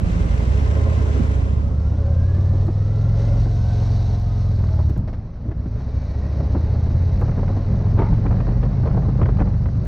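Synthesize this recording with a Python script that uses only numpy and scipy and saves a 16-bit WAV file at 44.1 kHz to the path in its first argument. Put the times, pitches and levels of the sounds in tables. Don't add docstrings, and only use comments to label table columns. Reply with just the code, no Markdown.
import sys
import numpy as np
from scipy import signal
from scipy.io import wavfile
from scipy.ndimage import uniform_filter1d

SR = 44100
rng = np.random.default_rng(int(sys.argv[2]) if len(sys.argv) > 2 else 0)


def store_wav(level_fs):
    pcm = np.round(np.clip(np.atleast_2d(level_fs), -1, 1) * 32767)
    wavfile.write(sys.argv[1], SR, pcm.T.astype(np.int16))


def gain_from_db(level_db):
    decades = np.asarray(level_db, float) / 20
    return 10 ** decades


N = 435266
T = np.arange(N) / SR


def evened(x):
    return x / np.sqrt(np.mean(abs(x) ** 2) + 1e-20)


def read(points, hz):
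    f, value = np.transpose(points)
    return np.interp(np.log(hz + 1), np.log(f + 1), value)


def curve(rows, column, t=T):
    rows = np.array(rows)
    return np.interp(t, rows[:, 0], rows[:, column])


def drift(per_s):
    width = round(SR / per_s)
    once = uniform_filter1d(rng.standard_normal(N), width)
    return evened(uniform_filter1d(once, width))


def ringing(hz, width, size=N):
    turn = np.exp(2j * np.pi * np.cumsum(hz * np.ones(size)) / SR)
    r = np.exp(-np.pi * width / SR)
    slow = rng.standard_normal(size) / turn
    for _ in range(2):
        slow = signal.lfilter([1], [1, -r], slow)
    return evened((turn * slow).real)


# start_s, sheltered_share (0-1)
SHELTER = [(1.25, 0.073), (1.5, 0.054), (1.8, 0.43), (4.9, 0.77), (5.05, 0.86)]
# freq_hz, likeness (-1 to 1)
SAME = [(60, 0.88), (120, 0.63), (240, 0.8), (480, 0.67), (950, -0.54), (1890, -0.76), (3770, 0.5),
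        (7520, -0.17), (15000, -0.01)]
# freq_hz, left_over_right_db
LEAN = [(60, -4.5), (110, -11), (200, -7), (380, -15), (700, -7.5), (1290, 3.5), (2380, 3), (4400, -5),
        (8120, 3), (15000, 5)]


def noise(open_db, shut_db, patchy_db, size=1024):
    frames, hz = 4 * N // size + 5, np.fft.rfftfreq(size, 1 / SR)
    a, b, c, d, patches = rng.standard_normal((frames, len(hz), 5)).T
    patches = uniform_filter1d(patches, 8, 0)
    patches = evened(uniform_filter1d(patches, 10, 1))
    share = curve(SHELTER, 1, np.arange(frames) * size / 4 / SR)
    colour_db = np.outer(read(open_db, hz), 1 - share) + np.outer(read(shut_db, hz), share)
    colour = gain_from_db(colour_db)
    colour *= gain_from_db(patchy_db * patches) / np.linalg.norm(colour, axis=0)
    same = np.clip(read(SAME, hz), -.99, .99)[:, None]
    lean = gain_from_db(read(LEAN, hz) / 2)[:, None]
    colour = colour * 2 / np.sqrt(lean ** 2 + lean ** -2 + 2 * same)
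    shared = (a + 1j * b) * colour
    other = (c + 1j * d) * colour
    left = lean * shared
    right = (same * shared + np.sqrt(1 - same ** 2) * other) / lean
    ports = signal.istft(np.array([left, right]), nperseg=size, noverlap=3 * size // 4)[1][:, :N]
    return ports / np.sqrt(np.mean(ports.mean(0) ** 2))


FIRST_FIRING, SECOND_FIRING = .38, .38 + 315 / 720
# cycle_multiple, level_db, extra_off_load_db
PUFF = [(1, -12, 6), (2, -19, -2), (3, -15, 0), (4, -1, 3), (5, 3, -1), (6, -.5, -2.5), (7, -3.5, -1),
        (8, 6, 0), (9, -13, 6), (10, -5, 1), (11, -9, 0.5), (12, -10, 0), (13, -18, -2), (14, -9, 0.5),
        (15, -16, -3.5), (16, -9.5, -1.5), (17, -11, 1), (18, -6, 0.5), (19, -6, 8), (20, -14, 2)]
# freq_hz, level_db
PIPE = [(20, -10), (45, -1.5), (60, 3), (75, 2.5), (90, 2.5), (110, 2.5), (135, -0.5), (165, -8.5),
        (200, -10.5), (255, -11.5), (400, -32)]
# start_s, spread_db
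UNEVEN = [(0, 2), (.5, .8), (4.8, .9), (5.05, 5), (5.7, 3), (6.1, 1.5), (8.9, 2.2), (9.4, 4)]
# start_s, level_db
EFFORT = [(0, -18.5), (.1, -17), (.8, -14.5), (1.24, -15.5), (1.73, -18), (2.2, -14.5), (4.73, -15),
          (4.86, -15), (5.06, -33), (5.36, -36.5), (5.5, -25.5), (5.85, -24.5), (6.57, -17.5), (7.5, -17.5),
          (8.4, -18.5), (8.8, -16.5), (9.15, -17), (9.87, -23)]
# start_s, load (0-1)
PULL = [(0, .1), (.3, .2), (.75, 1), (1.3, .6), (1.9, 1), (3.35, 1), (3.6, 0), (5.7, 0), (6.5, 1), (9.3, 1),
        (9.65, 0)]
# start_s, level_db
ROCK = [(2.9, -46.5), (3.2, -31), (3.6, -26), (4.8, -27), (5.0, -53), (7.7, -50), (8.1, -31), (9.1, -36),
        (9.6, -28)]
SHAKE_DB, SHAKE_PER_EFFORT = -22, 0.58


def exhaust(hz, cycle):
    thump, slack = np.zeros(N, complex), 1 - curve(PULL, 1)
    for place, cylinder_db in ((FIRST_FIRING, 0), (SECOND_FIRING, -.7)):
        chances = rng.standard_normal((2, 400))
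        size, late = [curve(UNEVEN, 1) * np.interp(cycle - place, np.arange(400), v) for v in chances]
        angle = cycle - place - .004 * late
        puff = np.zeros(N, complex)
        for multiple, level_db, off_load_db in PUFF:
            gain_db = level_db + off_load_db * slack + read(PIPE, multiple * hz)
            puff += gain_from_db(gain_db) * np.exp(2j * np.pi * multiple * angle)
        thump += gain_from_db(cylinder_db + size) * puff
    thump = gain_from_db(curve(EFFORT, 1)) * evened(thump) * np.exp(2j * np.pi * .05)
    shake_db = SHAKE_DB + SHAKE_PER_EFFORT * (curve(EFFORT, 1) + 16)
    shake_db = np.minimum(shake_db, 1.8 * hz - 61)
    shake = gain_from_db(shake_db + 1.2 * drift(6)) * np.exp(2j * np.pi * (2 * cycle + .08 - .25 * slack))
    shake += gain_from_db(curve(ROCK, 1) + 1.5 * drift(6)) * np.exp(2j * np.pi * (3 * cycle - .05))
    ports = gain_from_db([[-1.2], [1.2]]) * np.exp([[.12j], [-.12j]])
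    return np.sqrt(2) * (ports * (thump + shake)).real


# freq_hz, level_db (per Hz)
ROAR_OPEN = [(60, -26.5), (200, 6), (360, 1), (430, -3), (545, -2), (820, -12), (1050, -14), (1730, -26.5),
             (2040, -35.5), (3300, -35), (6000, -64), (16000, -83.5)]
# freq_hz, level_db (per Hz)
ROAR_SHUT = [(60, -13), (200, 4), (350, -4), (421, -8.5), (484, -5.5), (545, 0.5), (713, -5), (1210, -17.5),
             (2000, -18.5), (3300, -33), (6500, -51), (7200, -82.5), (16000, -110)]
# freq_hz, level_db (per Hz)
HISS_OPEN = [(2500, 4.5), (3500, 0.5), (4260, -3), (5000, -5.5), (5710, -3), (6800, -8.5), (7660, -7),
             (8600, -15.5), (9460, -18), (12000, -25.5), (15500, -27.5)]
# freq_hz, level_db (per Hz)
HISS_SHUT = [(2500, -15), (3500, -13), (3750, -2), (4270, 0), (5000, -5.5), (5800, -5), (6550, -11.5),
             (6950, -25), (8500, -27.5), (10000, -41.5), (15500, -72)]
# pitch_hz, width_hz
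PANELS = [(423, 24), (548, 34), (1045, 75), (1540, 110), (2040, 170), (1150, 450)]
# over_roar_db, extra_under_load_db, facing_share (dB per dB)
PANEL_DB = [(-10, 1, .15), (-15, 3, .2), (-22, 2, 0), (-27, -8, .25), (-30, 0, .3), (-18, -8, -.3)]
# start_s,
# level_db
FACING = [(0, 8), (.1, 12.5), (1.24, 12.5), (1.73, 0), (2.2, 1), (3.14, 4), (3.2, 8.5), (3.28, 6), (3.6, 8),
          (3.9, 10.5), (4.3, 6.5), (4.86, 1.5), (5.05, -11), (5.55, -10.5), (5.8, -2.5), (6.2, 0.5), (8, 0),
          (9.87, -3)]
ROAR_DB, ROAR_PER_FACING, ROAR_PULL_DB, ROAR_PER_AIR, HISS_DB = -41, 0.56, 3, 0.11, -57.5


def casing(cycle):
    beat = np.zeros(N)
    for place in (FIRST_FIRING, SECOND_FIRING):
        beat += np.exp(0.42 * (np.cos(2 * np.pi * (cycle - place - .05)) - 1))
    throb = evened(1.6 + beat) * gain_from_db(.7 * drift(70))
    pull, facing = curve(PULL, 1), curve(FACING, 1)
    panels = np.zeros(N)
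    for (hz, width), (over_db, load_db, share) in zip(PANELS, PANEL_DB):
        panels += gain_from_db(over_db + load_db * pull + share * facing) * ringing(hz, width)
    roar_db = ROAR_DB + ROAR_PER_FACING * facing + ROAR_PULL_DB * pull
    roar_db += ROAR_PER_AIR * (curve(AIR, 1) + 30)
    body = noise(ROAR_OPEN, ROAR_SHUT, 0.69) + gain_from_db([[-3], [2]]) * panels
    roar = gain_from_db(roar_db) * throb * body
    hiss_level = gain_from_db(HISS_DB + facing + 1.1 * drift(200.0)) * evened(2.1 + beat)
    return roar + hiss_level * noise(HISS_OPEN, HISS_SHUT, 1.0)


# start_s, level_db
WALL = [
    (0, -25.5),
    (.38, -30),
    (.55, -57.5),
]


def wall():
    return gain_from_db(curve(WALL, 1)) * ringing(167, 36)


# start_s, level_db
AIR = [(0, -26), (.5, -30), (2.4, -28), (4.5, -29), (5.05, -26), (5.35, -30), (5.85, -31), (6.6, -24),
       (8.1, -20), (9.45, -20), (9.6, -23)]
# freq_hz, level_db (per Hz)
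WIND = [(12, -20), (25, -11), (45, 2.5), (110, -1), (180, -4.5), (300, -22.5), (600, -31), (1500, -46),
        (3000, -79.5), (9000, -120)]
# start_s,
# level_db (peak), brightness_db, thump_db
BUFFETS = [(1.196, -33.5, -19, 25), (2.085, -33.5, -33, -5), (2.379, -33, -33, 22.5),
           (2.537, -27, -25, 11.5), (2.647, -33.5, -17, 23), (2.68, -20, -20, 12.5),
           (3.457, -27.5, -11, 17.5), (3.799, -36, -42.5, 14.5), (4.586, -29, -7, -6.5),
           (4.789, -22.5, -20.5, -10), (4.895, -32.5, -8, 20), (4.96, -28, -11, 5), (5.08, -26.5, -8, -3),
           (5.135, -34.5, -3, 2), (5.452, -35, -17, 20), (5.484, -31, -15, 12), (5.513, -31.5, -8, 12),
           (5.657, -35.5, -7, 22.5), (5.803, -30, -10, 1), (6.24, -51, -15, -4), (6.402, -24, -14, 0),
           (6.499, -33.5, -21, 18.5), (6.549, -23, -35, 9),
           (7.169, -32, -25, -1), (7.216, -16, -29, -7), (7.282, -23, -30, -5), (7.375, -22, -25, 10.5),
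         (7.43, -23.5, -23, -2.5), (7.487, -26.5, -23, -5), (7.567, -22.5, -23, 8), (7.744, -40, -18, -11),
         (7.86, -26, -20.5, -6), (7.99, -19.5, -9, 13.5), (8.019, -15, -14, -1.5), (8.124, -21, -16, -15),
         (8.257, -31, -22, 17), (8.307, -17.5, -25, 6), (8.384, -30, -16.5, -3), (8.406, -22, -14, 4),
         (8.472, -25, -25, 0), (8.63, -19, -11.5, -9), (8.835, -21, -23, -10), (8.872, -22, -25, -3),
         (8.944, -21, -31, 1), (8.971, -18, -26, -1.5), (9.084, -20, -22, 6), (9.189, -21, -24, -4),
         (9.214, -17.5, -21, 0), (9.255, -19, -14, -1), (9.387, -21.5, -20, 5), (9.41, -16.5, -17, 7),
         (9.473, -26.5, -15, -5), (9.658, -30, -25, -5.5), (9.03, -23, -21, 2), (9.29, -30, -16, 2),
         (9.5, -36, -7, -7), (9.54, -36, -5, -2), (8.335, -38.5, -16, -4), (8.855, -21.5, -12, -3),
         (9.855, -37.5, -1, -4)]
EDDIES_FROM_S, EDDIES_PER_S = 6.3, 22
EDDY_DB, EDDY_BRIGHT_DB, EDDY_THUMP_DB = -11.5, -16.5, 7.5


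def buffet_rows():
    lasting_s = N / SR - EDDIES_FROM_S
    count = round(lasting_s * EDDIES_PER_S)
    when, a, b, c = rng.random((count, 4)).T
    when = EDDIES_FROM_S + lasting_s * when
    level_db = curve(AIR, 1, when) + EDDY_DB + 8 * (a - .5)
    bright_db = EDDY_BRIGHT_DB + 8 * (b - .5)
    thump_db = EDDY_THUMP_DB + 12 * (c - .5)
    eddies = np.transpose([when, level_db, bright_db, thump_db])
    return BUFFETS + list(eddies)


# freq_hz, level_db (per Hz)
THUMP = [(50, -17), (120, 4.5), (250, -1.5), (400, -20), (800, -56.5), (3000, -110)]
# freq_hz, level_db (per Hz)
DULL = [(150, -2.5), (400, 8.5), (700, 1), (1200, -8), (2200, -31), (6000, -93)]
# freq_hz, level_db (per Hz)
BRIGHT = [(700, -26.5), (1500, 0), (2500, -14.5), (4000, -21), (7000, -50.5), (16000, -93)]
# rise_s, fall_s
SWELLS = [(.006, .016), (.005, .010), (.009, .007)]
LEAD_S = .004


def wind():
    air_db = curve(AIR, 1) + 2.0 * drift(30.0) + 0.88 * drift(8.8)
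    out = gain_from_db(air_db) * noise(WIND, WIND, 1.0, size=2048)
    rows = buffet_rows()
    parts = ((3, THUMP, -12.0), (1, DULL, -7.5), (2, BRIGHT, -12.5))  # column, colour, dB
    for (column, colour, part_db), (rise, fall) in zip(parts, SWELLS):
        strength = np.zeros(N)
        for row in rows:
            extra_db = row[column] if column > 1 else 0
            strength[round((row[0] - LEAD_S) * SR)] = gain_from_db(row[1] + extra_db + part_db)
        shape = (1 - np.exp(-T[:5000] / rise)) ** 2 * np.exp(-T[:5000] / fall)
        swell = signal.oaconvolve(strength, shape / shape.max())[:N]
        out += swell * noise(colour, colour, 0.66, size=256)
    return out


# start_s,
# end_s, from_hz, to_hz, level_db
GLINTS = [(.05, .6, 2080, 2100, -55), (.45, 1.3, 1040, 1044, -50), (.55, 1.3, 627, 637, -43),
          (1.92, 2.25, 545, 560, -37.5), (2.05, 2.5, 1580, 1710, -57), (3.05, 3.55, 541, 578, -40.5),
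          (3.3, 4.0, 1506, 1550, -53), (3.65, 4.15, 635, 650, -46.5), (4.1, 4.6, 1250, 1254, -54),
          (4.55, 4.92, 866, 857, -48.5), (4.548, 4.92, 660, 623, -44.5), (5.8, 6.3, 2300, 2300, -64),
          (7.97, 8.098, 934, 860, -37), (9.679, 9.873, 380, 360, -40.5), (6.054, 6.35, 1940, 1890, -57),
          (8.3, 8.65, 1780, 1957, -59)]


def glints():
    out = np.zeros(N)
    for start, end, from_hz, to_hz, db in GLINTS:
        along = np.clip(T[:SR] / (end - start), 0, 1)
        buzz = ringing(from_hz + (to_hz - from_hz) * along, from_hz / 18, size=SR)
        part = out[round(start * SR):][:SR]
        part += (gain_from_db(db) * np.sin(np.pi * along) * buzz)[:len(part)]
    return out


# teeth_per_cycle, on_load_db, off_load_db
MESH = [(25.4, 1, -16), (31.8, -2, 4), (36.2, -8, 14), (42, -10, 7), (47, -14, 5), (63.2, 4, -13),
        (92.8, 0, -13)]
# start_s, gearbox_over_engine_speed
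CLUTCH = [(1.3, 0.79), (1.76, 1), (9.87, 1)]
# pitch_hz, width_hz, extra_db
CASE = [(550, 55, 20), (705, 45, 18), (930, 40, 6), (1300, 200, 9), (1640, 100, 11), (1950, 200, 6)]
# start_s, end_s
FIRST_GEAR = (1.2, 4.75)
ENGAGE_S, CASE_DB = .45, -61
MESH_BEAT, MESH_BREAK_DB = .35, 1.5


def whine(hz, cycle):
    box = hz * curve(CLUTCH, 1)
    turns = np.cumsum(box * (1 + .018 * drift(120))) / SR
    start, end = FIRST_GEAR
    sounding = np.clip(np.minimum(T - start, end - T) / ENGAGE_S, 0, 1) ** 2
    pull, out = curve(PULL, 1), np.zeros(N)
    for teeth, load_db, slack_db in MESH:
        ring_db = sum(db * np.exp(-((teeth * box - f) / width) ** 2) for f, width, db in CASE)
        level_db = CASE_DB + ring_db + slack_db + (load_db - slack_db) * pull
        level_db = level_db + MESH_BREAK_DB * drift(35)
        out += gain_from_db(level_db) * np.sin(2 * np.pi * teeth * turns)
    stroke = 1 + MESH_BEAT * np.cos(2 * np.pi * (cycle - FIRST_FIRING - .2))
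    return out * sounding * stroke / 1.25


# start_s, level_db (peak)
TICKS = [(1.66, -68), (1.91, -68), (2.165, -71), (2.335, -68), (2.395, -68), (2.75, -67.5), (3.12, -69),
         (3.2, -66), (3.225, -69), (3.31, -69), (3.7, -69.5), (3.78, -68), (4.55, -71), (4.78, -67),
         (4.85, -70), (2.223, -64), (2.6082, -63.5), (2.6565, -53), (2.6716, -52.5), (2.7095, -61.5),
         (2.948, -73), (3.6378, -74), (4.0097, -70), (4.196, -53), (4.2246, -55.5), (4.269, -67.5),
         (4.2882, -59), (4.315, -61.5), (4.4962, -66), (4.6401, -62.5), (4.688, -60.5), (4.741, -64),
         (4.8974, -53.5), (4.9764, -52), (5.4822, -71), (5.811, -70.5), (6.0906, -73), (6.1542, -74),
         (6.2458, -71), (6.2937, -68), (6.5035, -67), (6.6, -70.5), (6.698, -72), (6.9432, -66),
         (7.1953, -56), (7.2122, -53), (7.7244, -65.5), (7.8989, -65), (8.213, -65.5), (8.3466, -69),
         (8.5147, -70), (8.8524, -70), (8.8848, -63.5), (9.2314, -73), (9.7272, -66.5)]
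# start_s, level_db (peak)
LAST_TICK = (9.852, -50)


def faint_ticks():
    ticks = np.zeros(N)
    for s, db in TICKS + [LAST_TICK]:
        ticks[round(s * SR)] = gain_from_db(db + 0.5)
    tick = gain_from_db(-60 * T[:300] / 0.019) * rng.standard_normal(300)
    return signal.oaconvolve(ticks, tick)[:N]


# start_s, level_db
SNAPS = [(2.085, -45), (3.395, -39.5), (4.638, -31), (4.687, -32), (4.738, -32.5), (4.79, -37),
         (5.804, -40), (6.239, -41), (7.175, -36), (7.294, -31), (7.316, -32), (7.48, -31), (8.254, -36.5),
         (8.327, -32.5), (8.368, -35), (8.387, -36.5), (8.52, -39.5), (9.403, -24), (7.215, -30),
         (7.277, -34), (7.394, -34), (7.432, -41), (7.983, -28.5), (8.265, -24), (8.31, -27), (8.403, -25),
         (8.448, -36), (8.468, -31), (8.489, -27), (8.874, -26), (8.912, -30), (8.947, -38.5), (8.97, -34),
         (9.021, -34), (9.039, -40), (9.087, -37), (9.12, -44), (9.179, -34), (9.216, -21), (9.23, -20),
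         (9.258, -24.5), (9.287, -26.5), (9.37, -32), (9.395, -24), (9.419, -24.5), (9.472, -31),
         (9.658, -27.5), (9.687, -33), (9.754, -41)]
# freq_hz, level_db (per Hz)
SNAP = [(200, -12), (500, 0), (1100, -4), (2200, -16), (3200, -30), (4500, -46), (16000, -100)]
# low_hz, high_hz
KNOCK_HZ = (380, 1300)
KNOCK_DB, SNAP_DB, SNAP_RISE_S, SNAP_FALL_S = 19, -3, .0007, .004


def snaps():
    strength = np.zeros(N)
    for s, db in SNAPS:
        strength[round(s * SR)] = gain_from_db(db + SNAP_DB)
    shape = (1 - np.exp(-T[:2000] / SNAP_RISE_S)) * np.exp(-T[:2000] / SNAP_FALL_S)
    knock = gain_from_db(KNOCK_DB) * signal.lfilter(*signal.butter(2, KNOCK_HZ, 'band', fs=SR), strength)
    burst = signal.oaconvolve(strength, shape / shape.max())[:N]
    return knock + burst * noise(SNAP, SNAP, 0, size=256)


# start_s, level_db (peak)
SHIFT = [
    (5.0765, -50),
    (5.13, -52.5),
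]
# pitch_hz, level_db, t60_s
GEARBOX = [(605, 4, 0.045), (1200, -16, 0.24), (1650, -23, 0.091), (2170, -22.5, 0.36)]
DAMPING = 2.5


def gear_shift():
    t, hits = T[:4000], np.zeros(N)
    for s, db in SHIFT:
        hits[round(s * SR)] = gain_from_db(db + 19.5)
    ring = sum(gain_from_db(db - 60 * DAMPING * t / t60) * np.sin(2 * np.pi * hz * t) for hz, db, t60 in GEARBOX)
    rattle = gain_from_db(-19.0 - 60 * t / 0.24) * rng.standard_normal(len(t))
    rattle = signal.lfilter(*signal.butter(3, [3400, 5800], 'band', fs=SR), rattle)
    return signal.oaconvolve(hits, ring + rattle)[:N]


# start_s, level_db, low_ring_hz, high_ring_hz
POST = [
    (7.96, -63, 1000, 2440),
    (7.99, -35, 920, 2330),
    (8.03, -36.5, 864, 2100),
    (8.07, -35, 875, 2160),
    (8.12, -49.5, 980, 1880),
]


def post():
    near = gain_from_db(curve(POST, 1)) * (T > POST[0][0]) * (T < POST[-1][0])
    low_hz, high_hz = curve(POST, 2), curve(POST, 3)
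    echo = ringing(low_hz, 150)
    echo += gain_from_db(-7) * ringing(1.45 * low_hz, 350)
    echo += gain_from_db(-14) * ringing(high_hz, 300)
    return near * echo


# start_s, speed_rpm
SPEED = [(0.0, 1277), (0.42, 1395), (0.52, 1605), (0.91, 1956), (1.16, 1693), (1.76, 1701), (2.32, 2158),
         (3.09, 2615), (3.64, 2676), (4.51, 2634), (5.12, 1596), (5.75, 1575), (6.52, 1788), (7.19, 2122),
         (7.84, 2518), (8.64, 2931), (9.02, 3046), (9.87, 2966)]


def scene():
    hz = curve(SPEED, 1) / 120
    cycle = np.cumsum(hz) / SR
    machine = exhaust(hz, cycle) + casing(cycle) + glints() + whine(hz, cycle) + gear_shift()
    helmet = wind() + faint_ticks() + snaps()
    return machine + helmet + wall() + post()


def top_cut(x):
    return signal.sosfilt(signal.butter(12, 15710, fs=SR, output="sos"), x)


# start_s, level_db
DUCKS = [
    (2.67, -3),
    (3.47, -2.5),
    (3.88, -1.5),
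    (4.18, -3),
]
# freq_hz, fade_db_per_s
FOLD = [(80, 61), (500, 31), (1300, 40), (4500, 45), (8000, 22)]
FOLD_S, DUCK_FALL_S, DUCK_BACK_S = 1.61, 0.028, 0.74


def record(dry):
    duck_db = np.zeros(N)
    for s, db in DUCKS:
        dip = np.minimum((T - s) / DUCK_FALL_S + 1, 1 - (T - s) / DUCK_BACK_S)
        duck_db += db * np.clip(dip, 0, 1)
    mid, side = dry.mean(0) * gain_from_db(duck_db), (dry[0] - dry[1]) / 2
    hz, t, z = signal.stft(side, SR, nperseg=1024)
    fade_db = -np.outer(read(FOLD, hz), np.clip(t - FOLD_S, 0, 9))
    side = signal.istft(z * gain_from_db(fade_db), SR, nperseg=1024)[1][:N]
    ports = np.array([mid + side, mid - side])
    limited = 0.64 * np.tanh(ports / 0.7)
    return top_cut(limited)


dry = scene()
out = record(dry)
store_wav(out)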